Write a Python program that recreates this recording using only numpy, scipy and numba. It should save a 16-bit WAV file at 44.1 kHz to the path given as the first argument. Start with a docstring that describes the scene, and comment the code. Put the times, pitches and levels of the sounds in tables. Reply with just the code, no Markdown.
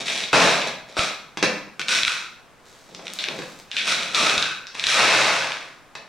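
"""A hand rummages through small screws in a box on a wooden bench, over the faint hush of a bare room.
From the start, each push rattles the screws, the hollow box and the bench top, and single screws clink.
The box is knocked and set down in the first two seconds, and dull bumps sit under some sharp clinks.
Near three seconds a sleeve rustles; then comes the longest rummage, and a last knock near six seconds.
The room rings on after each burst, and a limiter holds down the sharpest peaks."""
import sys
import numpy as np
from scipy import signal
from scipy.fft import rfft, irfft
from scipy.io import wavfile
from scipy.ndimage import uniform_filter1d, minimum_filter1d
from numba import njit

SR = 44100
rng = np.random.default_rng(int(sys.argv[2]) if len(sys.argv) > 2 else 0)


def put_to_file(sound):
    """Save the sound as 16-bit audio at rate SR, in the file named by the first command-line argument."""
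    columns = np.atleast_2d(sound).T  # one column per channel
    safe = np.clip(columns, -1, 1)
    whole_steps = np.round(safe * 32767)
    wavfile.write(sys.argv[1], SR, whole_steps.astype(np.int16))


N = 268128
TIME = np.arange(N) / SR

# Levels in the tables are relative: the functions add their own gains.
# Pushes of the hand. Each row: time of full speed, then attack, hold and release, all in seconds; levels
# of screws, box, bench and thud in dB; hollow share of the box sound (0 to 1); hollow pitch in Hz.
PUSHES = [ (0.002, 0.015, 0.0025, 0.041, -24.5, -35, -33.5, -36.5, 0.04, 1410),
          (0.066, 0.028, 0.099, 0.17, -23, -37.5, -38, -45.5, 0, 1410),
          (0.341, 0.014, 0.052, 0.25, -18, -15, -19, -28, 0, 1240),
          (0.404, 0.013, 0.078, .22, -22, -21.5, -28.5, -38, 0.16, 1220),
          (0.671, .015, 0.0046, 0.044, -26.5, -30, -28.5, -41, 0, 1260),
          (0.886, .02, 0.038, .04, -42, -56, -46.5, -61, 0.03, 1240),
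          (0.982, 0.027, 0.0062, 0.16, -20, -23.5, -30.5, -39.5, 0.66, 1330),
          (1.889, 0.014, 0.063, .11, -17, -22, -40, -42.5, 0.93, 1470),
          (2.061, 0.0068, 0.0067, 0.21, -24, -24.5, -52, -49.5, 0.7, 1430),
          (2.888, 0.051, 0.16, .1, -50.5, -61, -54.5, -49.5, 0, 1290),
          (3.056, 0.031, 0.027, 0.21, -38.5, -48, -56, -48.5, 0, 1450),
          (3.195, 0.019, 0.026, 0.072, -34, -42, -46, -53, 0, 1600),
          (3.289, 0.05, 0.017, 0.17, -38, -43.5, -37.5, -37, 0.1, 1600),
          (3.75, 0.064, 0.087, 0.087, -33.5, -34, -50, -46.5, 1, 1480),
          (3.876, 0.044, 0.026, 0.1, -18, -21, -34, -40.5, .75, 1440),
          (3.972, .04, .03, 0.22, -27.5, -31, -42, -41.5, 0.96, 1370),
          (4.149, 0.019, 0.052, 0.26, -19.5, -20, -33.5, -49, 0.6, 1230),
          (4.236, 0.17, .06, 0.17, -23, -23, -31, -33, 1, 1380),
          (4.385, 0.047, 0.056, .18, -46, -24, -55, -50, 0.97, 1480),
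          (4.747, 0.013, 0.074, 0.15, -36, -33, -46.5, -54.5, 0.06, 1720),
          (4.889, 0.1, 0.069, 0.052, -17, -22.5, -37, -54, 0.84, 1310),
          (4.982, 0.077, 0.22, 0.44, -20, -14.5, -24.5, -46.5, 0.07, 1350)]
# Single screws snapping together. Each row: start in seconds, level in dB, pitch in Hz, echo share in dB.
CLINKS = [(0.0815, -13.5, 2340, 7.5), (0.2043, -17.5, 2470, -2), (0.2377, -17.5, 3630, 6),
          (0.4943, -15, 2570, 1), (0.617, -16.5, 2170, 10.5), (0.9925, -9, 2550, -11),
          (1.8154, -18, 2480, -15), (1.8836, -11, 3380, -6), (1.987, -18, 2430, -16),
          (2.0331, -7, 3540, -16), (2.0495, -9.5, 2580, -12), (2.0794, -2, 2560, -17),
          (2.948, -24.5, 5560, 6), (3.0687, -22.5, 2340, 1), (3.0802, -23.5, 2790, 1),
          (3.188, -18.5, 3800, 12), (3.2402, -14.5, 2400, 5), (3.2858, -16, 2340, -5),
          (3.715, -20.5, 3250, 8), (3.767, -13.5, 2370, 10.5), (3.779, -20, 2280, 15.5),
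          (4.032, -18, 3800, 0), (4.147, -10, 3700, 7), (4.2686, -13, 2250, -16), (4.2963, -6, 3270, -20),
          (4.3788, -5.5, 4030, 1.5), (4.4254, -8.5, 3930, 5), (4.6691, -26, 5360, 9), (4.796, -14, 3620, 3),
          (4.8394, -10.5, 2970, -1), (4.8677, -7, 3880, 4), (5.005, -10, 2550, -2),
          (5.5198, -17, 2307, 2.5)]
# The box bumped or set down. Each row: start in seconds, level in dB, then the shares of screws,
# hollow ring, bench and thud in dB.
KNOCKS = [(0.3296, -7, -7, 7.5, 7, -36), (0.338, -5.5, -8, -4, -5, -35), (0.388, -23, 6, -2, -8, -34),
          (0.9678, -21.5, -6.5, 8, 10.5, -7), (1.0043, -32, -6, -8, -14, -27),
          (1.3722, -23.5, 5.5, -8, 3.5, -1.5), (1.4267, -7.5, 1.5, -5, -11, -2),
          (1.4365, -20, -13, -6, 5, 3), (1.7947, -20.5, 3.5, 9.5, -26, -7), (2.9927, -38.5, -15, 0, 13, -5),
          (3.285, -27, -16, -5, 8, -17), (3.3889, -29, 4, -6, 7, 7.5), (3.4197, -26.5, -12, 0, -24, -11),
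          (5.9522, -23.5, -3.5, -3, -1, -20)]
# Soft low bumps. Each row: start in seconds, level in dB.
BUMPS = [(0.992, -30), (2.033, -38), (2.08, -34), (4.201, -48), (4.296, -47), (4.377, -41), (4.425, -42),
         (4.865, -44.5), (5.003, -44)]
# Cloth sliding as the arm reaches out. Each row: time of full speed, then attack, hold and release,
# all in seconds; level in dB.
SLEEVE_SLIDES = [(2.654, 0.015, .02, 0.37, -56.5), (3.148, .015, .005, 0.052, -45),
                 (3.40, 0.73, .11, 0.13, -50), (3.594, .025, .004, 0.013, -45.5)]
# A tiny bright snap in the cloth. Each row: start in seconds, level in dB.
CLOTH_SNAPS = [(3.136, -14)]

# The tone of each sound, from bass to treble. Each row: frequency in Hz, level in dB.
HUSH_TONE = [(25, 7.5), (60, 1), (130, 2.5), (300, 2), (600, 1), (1200, 1), (2400, -6), (4000, -13),
             (8000, -16), (15000, -31)]
SCREW_TONE = [(200, -20), (1000, -26), (1600, -4), (2200, 4), (3600, -5.5), (4700, -4.5), (6000, -8),
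              (7500, -8), (9000, -16), (12000, -27), (16000, -44)]
SCRAPE_TONE = [(1000, -11.5), (4000, 4), (6000, 1), (8700, 3), (10500, -9), (12500, -35), (16000, -29)]
BOX_TONE = [(150, -46), (700, -8.5), (1050, 2.5), (1500, 2.5), (2300, 2.5), (3000, -4.5), (5000, -2.5),
            (8500, -17.5), (12000, -38.5), (16000, -47)]
THUD_TONE = [(50, -20.5), (105, -26.5), (135, -3), (210, -1.5), (330, -5), (500, 2), (800, -8), (3000, -56),
             (16000, -78)]
HOLLOW_TONE = [(150, -38), (700, -8), (1100, 6), (4000, 1), (9000, -3), (12000, -19.5), (16000, -22)]
BENCH_TONE = [(60, -33), (105, -24), (135, -15), (300, -4.5), (480, 0), (700, 0.5), (1100, -1.5),
              (1900, -11.5), (3500, -28), (16000, -50)]
BUMP_TONE = [(20, 3), (60, 7.5), (100, 7), (300, -2.5), (1000, -22), (16000, -60)]
CLOTH_TONE = [(100, -21), (500, 16), (1500, 11), (4000, 13.5), (8000, 8), (11000, -2), (15500, -11)]
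# Pitches at which each thing rings. Each row: pitch in Hz, width in Hz, boost in dB.
SCREW_RINGS = [(2560, 420, 2.5), (3337, 140, 5.5), (3790, 810, 10.5), (5700, 1130, 6)]
BOX_RINGS = [(1000, 140, 5.3), (1214, 88, 3.1), (1670, 190, 3.1), (2600, 270, 9.9)]
THUD_RINGS = [(178, 39, 4.3), (201, 15, 5.3), (318, 71, 6.5)]
BENCH_RINGS = [(133.5, 49, 11.3), (445, 4.3, 6.7), (549, 52, 3.3), (686, 114, 4.6)]
# Rings of the air inside the box. Each row: resting pitch in Hz, width in Hz, level in dB,
# how closely it follows the pitch glide (0 to 1).
HOLLOW_RINGS = [(1427, 157, 0, 1), (2564, 180, 0, 0.03), (3770, 360, -7.5, 0.33), (5560, 710, -18, 0)]
# How wide the room sounds. Each row: frequency in Hz, level of the sides against the middle in dB.
STEREO_WIDTH = [(60, 3.5), (110, -2.5), (200, -12.5), (380, -11), (700, -11), (1290, -10), (2380, -11),
                (4400, -10), (8120, 0), (15000, -13)]
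# How long the room rings on. Each row: frequency in Hz, seconds to fade by 60 dB.
ROOM_FADES = [(120, 0.78), (400, 0.52), (1500, 0.61), (3000, 0.51), (6000, 0.48), (10000, 0.38),
              (16000, 0.95)]


def from_db(db):
    """Turn decibels into a number to multiply by."""
    return 10 ** (np.asarray(db) / 20)


def at_hz(points, hz):
    """Read between the rows of a table, giving every octave equal space."""
    points = np.array(points)
    return np.interp(np.log(np.maximum(hz, 1)), np.log(points[:, 0]), points[:, 1])


def resonate(x, tone, rings=(), size=16384):
    """Give a sound the tone and ringing of an object; white noise keeps its power."""
    hz = np.arange(size // 2 + 1) * SR / size
    peaks_db = sum(boost / (1 + (2 * (hz - pitch) / width) ** 2) for pitch, width, boost in rings)
    cepstrum = irfft(np.log(from_db(at_hz(tone, hz) + peaks_db)))
    cepstrum[1:size // 2] *= 2   # minimum phase: nothing rings before it is struck
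    cepstrum[size // 2 + 1:] = 0
    response = irfft(np.exp(rfft(cepstrum)))
    response /= np.linalg.norm(response)
    return signal.oaconvolve(x, np.array(response, ndmin=x.ndim), axes=-1)[..., :N]


def wide_noise(size, wider_db=1.5):
    """White stereo noise arriving from all round."""
    width = from_db(at_hz(STEREO_WIDTH, np.arange(size // 2 + 1) * SR / size) + wider_db)
    mid, side = rfft(rng.standard_normal((2, size)))
    return irfft((mid + width * side * [[1], [-1]]) / np.sqrt(1 + width ** 2), size)


def room_hush(level_db=-52):
    """The faint, steady noise of a still room."""
    return from_db(level_db) * resonate(wide_noise(N), HUSH_TONE)


def movement(s, attack_s, hold_s, release_s):
    """Loudness of one slide: it swells to full speed at time s, slows gently, then stops ever faster."""
    attack_db, sag_db_per_s, release_db = 21.5, 5.5, 23
    early = np.maximum(s - TIME, 0) / attack_s
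    late = np.maximum(TIME - s - hold_s, 0) / release_s
    loss_db = attack_db * early + sag_db_per_s * np.maximum(TIME - s, 0) + release_db * late ** 1.7
    return from_db(-np.minimum(loss_db, 150))


def push_levels():
    """Loudness over time of screws, box wall, hollow, bench and thud; overlapping pushes add in power."""
    power = np.zeros((5, N))
    for *timing, screws_db, box_db, bench_db, thud_db, hollow, _ in PUSHES:
        levels = from_db([screws_db, box_db, box_db, bench_db, thud_db])
        shares = levels ** 2 * [1, 1 - hollow, hollow, 1, 1]
        power += np.outer(shares, movement(*timing) ** 2)
    return np.sqrt(power)


def contact(fade_s):
    """One touch: a quickly dying chatter, about 60 dB or more down after fade_s."""
    t = np.arange(SR // 8) / SR
    fade = from_db(-60 * t / fade_s)
    spectrum = rfft(rng.standard_normal(len(t)) * fade)
    even_noise = irfft(spectrum / np.abs(spectrum), len(t))   # equally strong at every pitch
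    chatter = even_noise * np.sqrt(fade)
    return chatter / np.linalg.norm(chatter)


def tumbling(hits_per_s, spread_db, fade_s, parts=12):
    """Random collisions, many small and few large, among parts that each ring their own way."""
    sizes = from_db(spread_db * np.minimum(rng.exponential(1, N), 4)) * rng.choice([-1, 1], N)
    clicks = sizes * (rng.random(N) < hits_per_s / SR)
    part_hit = rng.integers(0, parts, N)
    rattle = sum(signal.oaconvolve(clicks * (part_hit == k), contact(fade_s))[:N] for k in range(parts))
    power = np.abs(uniform_filter1d(rattle ** 2, SR // 30))
    return rattle / np.sqrt(power + 1e-7)   # keep the loudness steady


def rummaging(screw_db=-2, scrape_db=-16.5, wall_db=-2, bench_db=1):
    """The harder the hand drives the heap of screws against the box, the more collisions a second."""
    screws, wall, hollow, bench, thud = push_levels()
    hits_per_s = 500 + 20000 * np.hypot(wall, hollow)
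    heap = tumbling(hits_per_s, spread_db=4, fade_s=0.0061)
    box_floor = tumbling(hits_per_s, spread_db=4, fade_s=0.0092)
    jingle = resonate(heap * screws * from_db(screw_db), SCREW_TONE, SCREW_RINGS)
    scrape = resonate(box_floor * screws * from_db(scrape_db), SCRAPE_TONE)
    wall_rattle = resonate(box_floor * wall * from_db(wall_db), BOX_TONE, BOX_RINGS)
    thudding = resonate(box_floor * thud, THUD_TONE, THUD_RINGS)
    hollow_ring = hollow_box(box_floor * hollow)
    bench_rattle = resonate(heap * bench * from_db(bench_db), BENCH_TONE, BENCH_RINGS)
    # each thing sits in its own spot, so each gets its own echo
    things = [jingle + scrape, wall_rattle + thudding, hollow_ring, bench_rattle]
    return sum(in_room(thing, direct_db=-5, echo_db=-2) for thing in things)


def hollow_pitch(rise_hz_per_s=430, rise_s=0.36):
    """Each push gives the air in the box a new lowest pitch, which climbs as the heap settles."""
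    push_s, *_, start_hz = np.transpose(PUSHES)
    latest = np.maximum(np.searchsorted(push_s, TIME) - 1, 0)
    hz = start_hz[latest] + rise_hz_per_s * np.clip(TIME - push_s[latest], 0, rise_s)
    return uniform_filter1d(hz, size=1500)


@njit
def gliding_ring(x, radians, decay):
    """One ring with a moving pitch: every sample it turns by an angle and shrinks a little."""
    out, state = np.zeros(len(x)), 0j
    for i in range(len(x)):
        state = state * decay * np.exp(1j * radians[i]) + (1 - decay) * x[i]
        out[i] = state.real
    return out


def hollow_box(x, level_db=14, rest_hz=1430):
    """The air in the box rings at a few pitches; some glide as the heap moves."""
    glide = hollow_pitch() / rest_hz
    rings = 0
    for hz, width, db, follow in HOLLOW_RINGS:
        radians = 2 * np.pi * hz * glide ** follow / SR
        rings += from_db(db + level_db) * gliding_ring(x, radians, np.exp(-np.pi * width / SR))
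    return resonate(rings, HOLLOW_TONE)


def room_echo(x, build_s=0.00076):
    """Dense reflections build up quickly, then each band of pitches fades at its own pace."""
    t, hz = TIME[:SR], np.arange(SR // 2 + 1)
    noise = rfft(wide_noise(SR))
    centres = np.array(ROOM_FADES)[:, 0]
    tail = 0
    for share, (_, fade_s) in zip(np.eye(len(centres)), ROOM_FADES):
        band = irfft(noise * at_hz(np.c_[centres, share], hz), SR)
        tail += band * from_db(-60 * t / fade_s)
    tail *= 1 - np.exp(-t / build_s)
    return signal.fftconvolve(x[None], tail / np.linalg.norm(tail[0]), axes=1)[:, :N]


def in_room(sound, direct_db, echo_db):
    """A sound arrives both directly and off the walls."""
    return from_db(direct_db) * sound + from_db(echo_db) * room_echo(sound)


def hits(times, levels_db, fade_s):
    """A fresh contact at each time."""
    out = np.zeros(N + SR)
    for s, db in zip(times, levels_db):
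        hit, start = contact(fade_s), int(s * SR)
        out[start:start + len(hit)] += from_db(db) * hit
    return out[:N]


def clinks(level_db=7, ring_db=8, box_db=-2.5, echo_db=-3, fade_s=0.01, width_hz=1800):
    """One screw slips, snaps onto another and rings briefly about its own pitch; the box answers."""
    paths = np.zeros((2, N + SR))   # straight to the listener, out into the room
    decay = np.exp(-np.pi * width_hz / SR)
    for s, db, hz, echo_share_db in CLINKS:
        snap, start = contact(fade_s), int(s * SR)
        feedback = [1, -2 * decay * np.cos(2 * np.pi * hz / SR), decay ** 2]
        ring = signal.lfilter([1 - decay, 0, decay - 1], feedback, snap)
        clink = (snap + from_db(ring_db) * ring) * from_db(db + level_db)
        paths[:, start:start + len(clink)] += clink * from_db([[0], [echo_share_db + echo_db]])
    direct, into_room = resonate(paths[:, :N], SCREW_TONE, SCREW_RINGS)
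    times, levels_db, _, _ = np.transpose(CLINKS)
    box = hollow_box(hits(times, levels_db + level_db + box_db, fade_s))
    return direct + box + room_echo(into_room + box)


def knocks(screw_db=13, box_db=14, hollow_db=9, bench_db=10, thud_db=14):
    """The box meets the bench: the screws jump, its walls and air ring, and the bench top thuds."""
    s, db, screws, hollow, bench, thud = np.transpose(KNOCKS)
    sound = (resonate(hits(s, db + screws + screw_db, fade_s=0.039), SCREW_TONE, SCREW_RINGS)
             + resonate(hits(s, db + box_db, fade_s=0.032), BOX_TONE, BOX_RINGS)
             + hollow_box(hits(s, db + hollow + hollow_db, fade_s=0.017))
             + resonate(hits(s, db + bench + bench_db, fade_s=0.031), BENCH_TONE, BENCH_RINGS)
             + resonate(hits(s, db + thud + thud_db, fade_s=0.017), THUD_TONE, THUD_RINGS))
    return in_room(sound, direct_db=0.5, echo_db=5)


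def bumps(level_db=27):
    """Short, dull bumps with no echo, mostly under the sharpest clinks."""
    s, db = np.transpose(BUMPS)
    return resonate(hits(s, db + level_db, fade_s=0.0074), BUMP_TONE)


def sleeve(snap_db=9, echo_db=3):
    """Cloth fibres catch and slip in a fine hiss, with one brighter snap."""
    loudness = sum(from_db(db) * movement(*timing) for *timing, db in SLEEVE_SLIDES)
    fibres = loudness * tumbling(hits_per_s=4300, spread_db=8, fade_s=0.0034, parts=3)
    s, db = np.transpose(CLOTH_SNAPS)
    snap = np.diff(hits(s, db + snap_db, fade_s=0.012), prepend=0)   # too small to give off bass
    echo = room_echo(resonate(fibres + snap / 2, CLOTH_TONE))
    return resonate(fibres + snap, CLOTH_TONE) + from_db(echo_db) * echo


def scene():
    """Add up all the sounds, with the left side a touch louder."""
    mix = room_hush() + rummaging() + clinks() + knocks() + bumps() + sleeve()
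    return mix * from_db([[0.25], [-0.25]])


def record(dry, ceiling=0.57, window_samples=45, cutoff_hz=15900):
    """A fast limiter turns down the highest peaks, then the very top of the treble is cut."""
    allowed = ceiling / np.maximum(np.abs(dry).max(axis=0), ceiling)
    gain = uniform_filter1d(minimum_filter1d(allowed, window_samples), window_samples)
    treble_cut = signal.cheby1(12, 0.3, cutoff_hz, fs=SR, output="sos")
    return signal.sosfilt(treble_cut, dry * gain)


dry = scene()
out = record(dry)
put_to_file(out)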